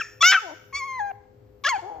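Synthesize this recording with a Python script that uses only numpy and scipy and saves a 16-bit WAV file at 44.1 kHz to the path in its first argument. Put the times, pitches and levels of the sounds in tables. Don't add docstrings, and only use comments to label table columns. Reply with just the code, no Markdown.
import sys
import numpy as np
from scipy import signal
from scipy.fft import rfft, irfft
from scipy.io import wavfile
from scipy.ndimage import uniform_filter1d

SR = 44100
rng = np.random.default_rng(int(sys.argv[2]) if len(sys.argv) > 2 else 0)


def natural_amplitude(level_db):
    exponent = np.asarray(level_db, float) / 20
    return 10 ** exponent


def wav_out(sig):
    wavfile.write(sys.argv[1], SR, np.round(np.clip(np.atleast_2d(sig).T, -1, 1) * 32767).astype(np.int16))


N = 88200

# time in seconds, pitch in Hz, level in dB, upper partials against the whole in dB.
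SQUEAK = [(0, 1657, -30, -14), (.008, 1574, -28, -11), (.012, 1384, -26, -6), (.018, 1310, -24, -2),
          (.025, 1130, -38.5, 0.5)]
YELP_ONSET = [(0.209, 1150, -29.5, -3), (0.214, 1134, -18.5, -0.5), (.222, 1163, -15, -1.5),
              (0.228, 1196, -18.5, -1.5)]
YELP = [(.229, 650.4, -13, -7.5), (.245, 689.4, -12, -3), (.262, 722.8, -12, -2.5),
        (.29, 749.3, -14.5, -1.5), (.316, 764.8, -16, -2), (.33, 801.3, -14, -7), (.337, 792.2, -17, -4.5),
        (.352, 774.5, -13, -11), (.369, 739, -19, -10.5)]
YELP_END = [(0.373, 1336, -23.5, -7.5), (.379, 1320, -18.5, -16), (0.388, 1303, -23, -16),
            (0.397, 1248, -39, -6)]
GRUMBLE = [(.419, 454.6, -49.5, 0), (.44, 403.4, -41.5, -2), (.465, 347.2, -40.5, -0.5),
           (.515, 283.1, -41, -0.5), (.54, 337, -43.5, -9.5)]
WHINE = [(.728, 1089, -41, -5.5), (.755, 1105, -26, 0.56), (.783, 1165, -33, 1), (.809, 1082, -32.5, -2),
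         (.831, 1061, -29.5, -4.5), (.865, 1114, -36, -5.5), (.885, 1075, -33, -4), (.975, 1022, -33, -6),
         (.989, 984, -32.5, -5.5),
         (1.004, 837, -26.5, -6), (1.042, 810.2, -30.5, -9.5), (1.099, 801.8, -33, -8.5),
             (1.117, 755, -33.5, -13)]
YIP_ONSET = [(1.64, 1132, -32, -5), (1.65, 1098, -22.5, -6)]
YIP = [(1.651, 569.3, -21.5, -10), (1.659, 551.7, -20, -13.5), (1.667, 563.5, -18, -6.5),
       (1.678, 647.3, -22.5, -7), (1.689, 736, -20.5, -11)]
YIP_END = [(1.691, 1119, -22, 0.5), (1.712, 1068, -25, -3.5), (1.735, 913, -24.5, -11.5),
           (1.765, 758, -28, -9.5), (1.78, 778.7, -40.5, -10.5), (1.795, 885, -34, -16.5),
           (1.812, 905, -46, -22.5)]
MUTTER = [(1.818, 368.7, -51.5, -1.8), (1.832, 342, -40.5, -2.5), (1.9, 444, -37.5, 0.3)]
GROWL = [(1.9, 168, -41.5, -1.002), (1.92, 168, -36.5, -0.52), (1.94, 160, -42, 0.15),
         (1.965, 160, -39.5, -0.17), (2.0, 150, -43.5, -1)]

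# centre in seconds, length in seconds, added roughness 0-1.
FOLD_BREAKS = [(0.227, 0.0053, 0.47), (0.325, 0.013, 0.56), (0.338, 0.02, 0.5), (0.352, .02, 0),
               (0.364, 0.0033, 0.3), (0.506, 0.023, 0.65), (0.767, 0.06, 0.05), (1.114, 0.0098, 0.5),
               (0.731, .006, .3), (1.69, 0.0038, 0.43), (1.782, 0.017, 0.72), (.011, 0.0084, 0.1)]

# frequency in Hz, gain in dB.
SQUEEZED_MOUTH = [(1300, -0.5), (2500, -1.5), (3300, -6.5), (3600, -30.5), (4400, -35.5), (5400, -23.5),
                  (8000, -36)]
PARTING_MOUTH = [(2280, -8.5), (3420, -1.5), (4550, -21), (5700, -2.5), (8000, -24)]
OPEN_MOUTH = [(700, -35), (1400, -8.5), (2200, -1), (3100, 0.5), (4200, -16), (5400, -7), (6800, -8.5),
              (8000, -26)]
CLOSING_MOUTH = [(800, -4.5), (2300, -9.5), (3300, -18), (3900, -40), (4500, -19), (4900, -27.5),
                 (8000, -30)]
CHEST_VOICE = [(160, 12.5), (350, -6.5), (800, 5.5), (950, -3), (1300, -23), (3000, -58), (8500, -84)]
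SHUT_MOUTH = [(800, 10), (2200, -9), (2600, -35), (4300, -25), (5200, -34), (6500, -20), (7500, -53),
              (8700, -23.5)]
HALF_OPEN_MOUTH = [(550, -14.5), (1150, -3), (1700, 11), (2400, -12), (3200, 7), (3900, -13.5), (6200, -4),
                   (8000, -24.5)]
SINKING_MOUTH = [(800, -15), (2300, -7.5), (3200, -18), (3900, -38), (4500, -9), (5000, -31.5), (6600, -21),
                 (8000, -39.5)]
GROWLING_THROAT = [(170, -21.5), (330, -16), (500, -4.5), (650, -4.5), (830, 6.5), (1000, -12), (1300, -18),
                   (8500, -73)]

CRY_TOP_DB = [-4.5, -16.5, -11.5, -7, -13.5, -44, -10, -8, -11, -13.5, -14]

# contour, mouth, edge of the upper partials in Hz, roughness 0-1.
CRIES = [
    (SQUEAK, SQUEEZED_MOUTH, 2000, .08),
    (YELP_ONSET, PARTING_MOUTH, 1800, .04),
    (YELP, OPEN_MOUTH, 1800, .025),
    (YELP_END, CLOSING_MOUTH, 1800, .04),
    (GRUMBLE, CHEST_VOICE, 520, .08),
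    (WHINE, SHUT_MOUTH, 1350, .035),
    (YIP_ONSET, HALF_OPEN_MOUTH, 2500, .35),
    (YIP, HALF_OPEN_MOUTH, 2500, .09),
    (YIP_END, SINKING_MOUTH, 1350, .06),
    (MUTTER, CHEST_VOICE, 560, .3),
    (GROWL, GROWLING_THROAT, 260, .4),
]

# frequency in Hz, width in Hz, level in dB.
EARLIER_RINGS = [(1370, 110, -14.5), (1790, 150, 0.5), (2480, 300, -5.5), (5500, 450, -4.5),
                 (6670, 900, -10), (3180, 710, -15.5)]
# frequency in Hz, density in dB per Hz.
AIR_SPECTRUM = [(30, -61.5), (58, -15.5), (111, -22), (287, -21), (514, -26), (724, -31.5), (8500, -59),
                (11000, -99.5)]
# frequency in Hz, width in Hz, level in dB.
HUM_LINES = [(65, 35, -65.5), (109.5, 20, -58.5), (418.2, 30, -69), (511.5, 30, -71.5)]
# frequency in Hz, level in dB.
STEADY_LINES = [(412, -62), (511.5, -62.5)]
# time in seconds, gain in dB.
HISS_GATE = [(0, 2), (.1, 2), (.2, 2.5), (1.1, 2), (1.2, -11.5), (1.6, -6), (1.65, 6), (1.849, -5.5)]
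# frequency in Hz, T60 in seconds.
ROOM_T60 = [(2000, 0.69), (7000, 0.67)]
# centre in seconds, frequency in Hz, length in seconds, level in dB.
THUMPS = [
    (0.77, 67, .03, -49.5),
    (1.781, 337, 0.0041, -44),
]
# start in seconds, end in seconds, frequency in Hz, width in Hz, level in dB.
BREATH_PUFF = (1.64, 1.82, 3996, 3501, -64.5)
# frequency in Hz, left minus right in dB, left lead in radians.
PORT_DIFFERENCE = [(150, 2, 0), (380, 8.5, 0.5), (700, 12.5, -1.5), (865, 3.5, -1.5), (1220, 4.5, -0.16),
                   (1819, 2, 0.35), (3300, 1.5, 0), (4430, -1.5, 1.5), (5703, -2, 1.16), (7430, 0.5, 1.02),
                   (9063, 0.5, 10), (11850, -2.5, 10), (13890, 2, 11.5), (15400, -0.5, 12)]
# frequency in Hz, gain in dB.
MIC_RESPONSE = [(7800, 0), (8900, -24), (9300, -59), (10900, -60.5), (12000, 5.5), (15500, 5), (15900, -75)]

FADE_S, LOW_CUT_HZ = .003, 250
JITTER, FLUTTER_DB = 0.0047, 3
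ROUGH_HZ, ROUGH_CLIMB_PER_KHZ = 500, 0.42
PHASE_SHARE = .6
DULLING, DULL_FROM = 1.2, 1.75
EARLIER_DB, EARLIER_T60_S = -38.5, 0.44
AIR_DB, TOP_HISS_DB = -60, -77
AIR_SAME_LOW, AIR_SAME_HIGH = 0.28, 0.17
DUCK_DB, DUCK_HZ, DUCK_S = -14, 480, 0.053
ROOM_DB, ROOM_SAME, ROOM_DELAY_S = -17.5, 0.38, 0.0066


def evened(x):
    return x / np.sqrt(np.mean(x ** 2) + 1e-20)


def read(points, hz):
    f, value = np.transpose(points)
    return np.interp(np.log(hz + 1), np.log(f + 1), value)


def coloured(x, gain):
    first, last, fade = x[..., :1], x[..., -1:], np.hanning(2048)
    after = (2 * last - x[..., -2:-1026:-1]) * fade[1024:]
    before = (2 * first - x[..., 1024:0:-1]) * fade[:1024]
    wide = np.concatenate([x, after, before], axis=-1)
    length = wide.shape[-1]
    return irfft(rfft(wide) * gain(np.fft.rfftfreq(length, 1 / SR)), length)[..., :x.shape[-1]]


def resonate(x, hz, width_hz):
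    turn = np.exp(2j * np.pi * hz * np.arange(x.shape[-1]) / SR)
    r = np.exp(-np.pi * width_hz / SR)
    smooth = signal.lfilter([(1 - r) ** 2], [1, -2 * r, r * r], x / turn)
    return 2 * (turn * smooth).real


def ports(x):
    rows = np.array(PORT_DIFFERENCE)

    def half(hz):
        return natural_amplitude(read(rows[:, :2], hz) / 2) * np.exp(.5j * read(rows[:, ::2], hz))

    def mean(hz):
        return np.maximum(abs(half(hz) + 1 / half(hz)) / 2, .5)

    x = x * np.ones((2, 1))
    left = coloured(x[0], lambda hz: half(hz) / mean(hz))
    right = coloured(x[1], lambda hz: 1 / half(hz) / mean(hz))
    return np.array([left, right])


def fold_shake(pitch_hz, length):
    low_pass = signal.butter(4, min(ROUGH_HZ, 0.5 * pitch_hz), fs=SR)
    noise = rng.standard_normal((11, N // 4))[:, :length + 400]
    return evened(signal.lfilter(*low_pass, noise)[:, 400:])


def partial_flutter(k, t):
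    drift = evened(uniform_filter1d(rng.standard_normal((len(k), 200)), 6, axis=1))
    drift = np.array([np.interp(t - t[0], np.arange(200) / 200, d) for d in drift])
    return natural_amplitude(FLUTTER_DB * (k > 2) * drift)


def voice(contour, throat, edge_hz, rough, top_db):
    s, hz, db, upper_db = np.transpose(contour)
    start = max(round((s[0] - FADE_S) * SR), 0)
    end = min(round((s[-1] + FADE_S) * SR), N)
    t = np.arange(start, end) / SR
    shake = fold_shake(hz.mean(), len(t))
    pitch = np.interp(t, s, hz) * (1 + JITTER * shake[-1])
    upper_db = np.minimum(np.interp(t, s, upper_db), -.05)
    k = np.arange(1, 24)[:, None]
    f = k * pitch

    rough = rough + sum(r * np.exp(-(2 * (t - c) / w) ** 2) for c, w, r in FOLD_BREAKS)
    rough = rough * (1 + ROUGH_CLIMB_PER_KHZ * f / 1000) * np.where(k > 1, 1, .25)
    rough = np.clip(rough + .35 * (f > 10000), 0, 1)

    dulling_db = DULLING * upper_db * np.log2(np.clip(f / edge_hz / DULL_FROM, 1, 2))
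    weight = natural_amplitude(read(throat, f) + dulling_db + top_db * (f > 10000)) * (f < 16500)
    weight = weight * partial_flutter(k, t)

    def part(w):
        return w / np.sqrt((w ** 2 * (f < 8000)).sum(0) / 2)

    upper = 1 / (1 + np.exp((edge_hz - f) / 60))
    share = natural_amplitude(2 * upper_db)
    weight = np.sqrt(share) * part(weight * upper) + np.sqrt(1 - share) * part(weight * (1 - upper))

    pair = k[:, 0] % 5 * 2
    noise = (shake[pair] + 1j * shake[pair + 1]) / np.sqrt(2)
    wobble = np.sqrt(1 - rough ** 2) + rough * noise
    wobble = wobble / (abs(wobble) + 1e-3) ** PHASE_SHARE
    phase = 2 * np.pi * k * np.cumsum(pitch) / SR + 0.28 * k ** 2
    wave = (weight * wobble * np.exp(1j * phase)).real.sum(0)

    fade_in = (t - s[0]) / FADE_S + 1 + (s[0] < FADE_S)
    fade_out = (s[-1] - t) / FADE_S + 1
    out = np.zeros(N)
    out[start:end] = wave * np.clip(np.minimum(fade_in, fade_out), 0, 1) * natural_amplitude(np.interp(t, s, db))
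    return out


def puppy():
    cries = sum(voice(*cry, top_db) for cry, top_db in zip(CRIES, CRY_TOP_DB))
    return coloured(cries, lambda hz: 1 / (1 + (LOW_CUT_HZ / (hz + 1)) ** 6))


def earlier_cries():
    noise = rng.standard_normal((3, N))
    both = noise[0] + 0.13 * noise[1:]
    ring = sum(natural_amplitude(db) * evened(resonate(both, hz, width_hz)) for hz, width_hz, db in EARLIER_RINGS)
    return ring * natural_amplitude(EARLIER_DB - 60 * np.arange(N) / SR / EARLIER_T60_S)


def appliance():
    t = np.arange(N) / SR
    hum = sum(natural_amplitude(db) * evened(resonate(rng.standard_normal(3 * N), hz, width_hz)[-N:])
              for hz, width_hz, db in HUM_LINES)
    return hum + sum(natural_amplitude(db) * np.sqrt(2) * np.sin(2 * np.pi * hz * t) for hz, db in STEADY_LINES)


def background(dog):
    a, b = rng.standard_normal((2, N))

    def same(hz):
        return np.where(hz < 300, AIR_SAME_LOW, AIR_SAME_HIGH)

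    other = coloured(a, same) + coloured(b, lambda hz: np.sqrt(1 - same(hz) ** 2))
    air = coloured(np.array([a, other]), lambda hz: natural_amplitude(read(AIR_SPECTRUM, hz)) * (hz < 9000))
    air = natural_amplitude(AIR_DB) * evened(air)
    hum = appliance()
    gate_db = np.interp(np.arange(N) / SR, *np.transpose(HISS_GATE))
    hiss = natural_amplitude(TOP_HISS_DB + gate_db) * evened(coloured(a, lambda hz: hz > 11500))

    keep = np.exp(-1 / (DUCK_S * SR))
    loud = dog ** 2
    for _ in range(2):
        loud = signal.lfilter([1 - keep], [1, -keep], loud)
    low = coloured(air + hum, lambda hz: hz < DUCK_HZ)
    duck = natural_amplitude(DUCK_DB * loud / loud.max()) - 1
    return ports(air + duck * low + hum + hiss)


def room(x):
    hz, t, z = signal.stft(rng.standard_normal((3, SR)), SR, nperseg=256)
    decay = natural_amplitude(-60 * t / read(ROOM_T60, hz)[:, None])
    tail = signal.istft(z * decay, SR, nperseg=256)[1][:, :SR]
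    tail = tail * (np.arange(SR) / SR > ROOM_DELAY_S)
    tail = natural_amplitude(ROOM_DB) * tail / np.linalg.norm(tail[0])
    wet = signal.fftconvolve(x[None], tail, axes=1)[:, :N]
    return ROOM_SAME * wet[0] + np.sqrt(1 - ROOM_SAME ** 2) * wet[1:]


def thumps():
    t = np.arange(N) / SR
    return sum(natural_amplitude(db) * np.exp(-((t - s) / length_s) ** 2) * np.sin(2 * np.pi * hz * (t - s))
               for s, hz, length_s, db in THUMPS)


def breath_puff():
    t = np.arange(N) / SR
    start_s, end_s, hz, width_hz, db = BREATH_PUFF
    puff = evened(resonate(rng.standard_normal(N), hz, width_hz))
    return natural_amplitude(db) * puff * (t > start_s) * (t < end_s)


def scene():
    dog = puppy()
    near = dog + earlier_cries() + room(dog) + thumps() + breath_puff()
    return ports(near) + background(dog)


def top_cut(x):
    return signal.sosfilt(signal.butter(12, 15870, fs=SR, output="sos"), x)


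def record(dry):
    mix = coloured(dry, lambda hz: natural_amplitude(read(MIC_RESPONSE, hz)))
    return top_cut(mix)


dry = scene()
out = record(dry)
wav_out(out)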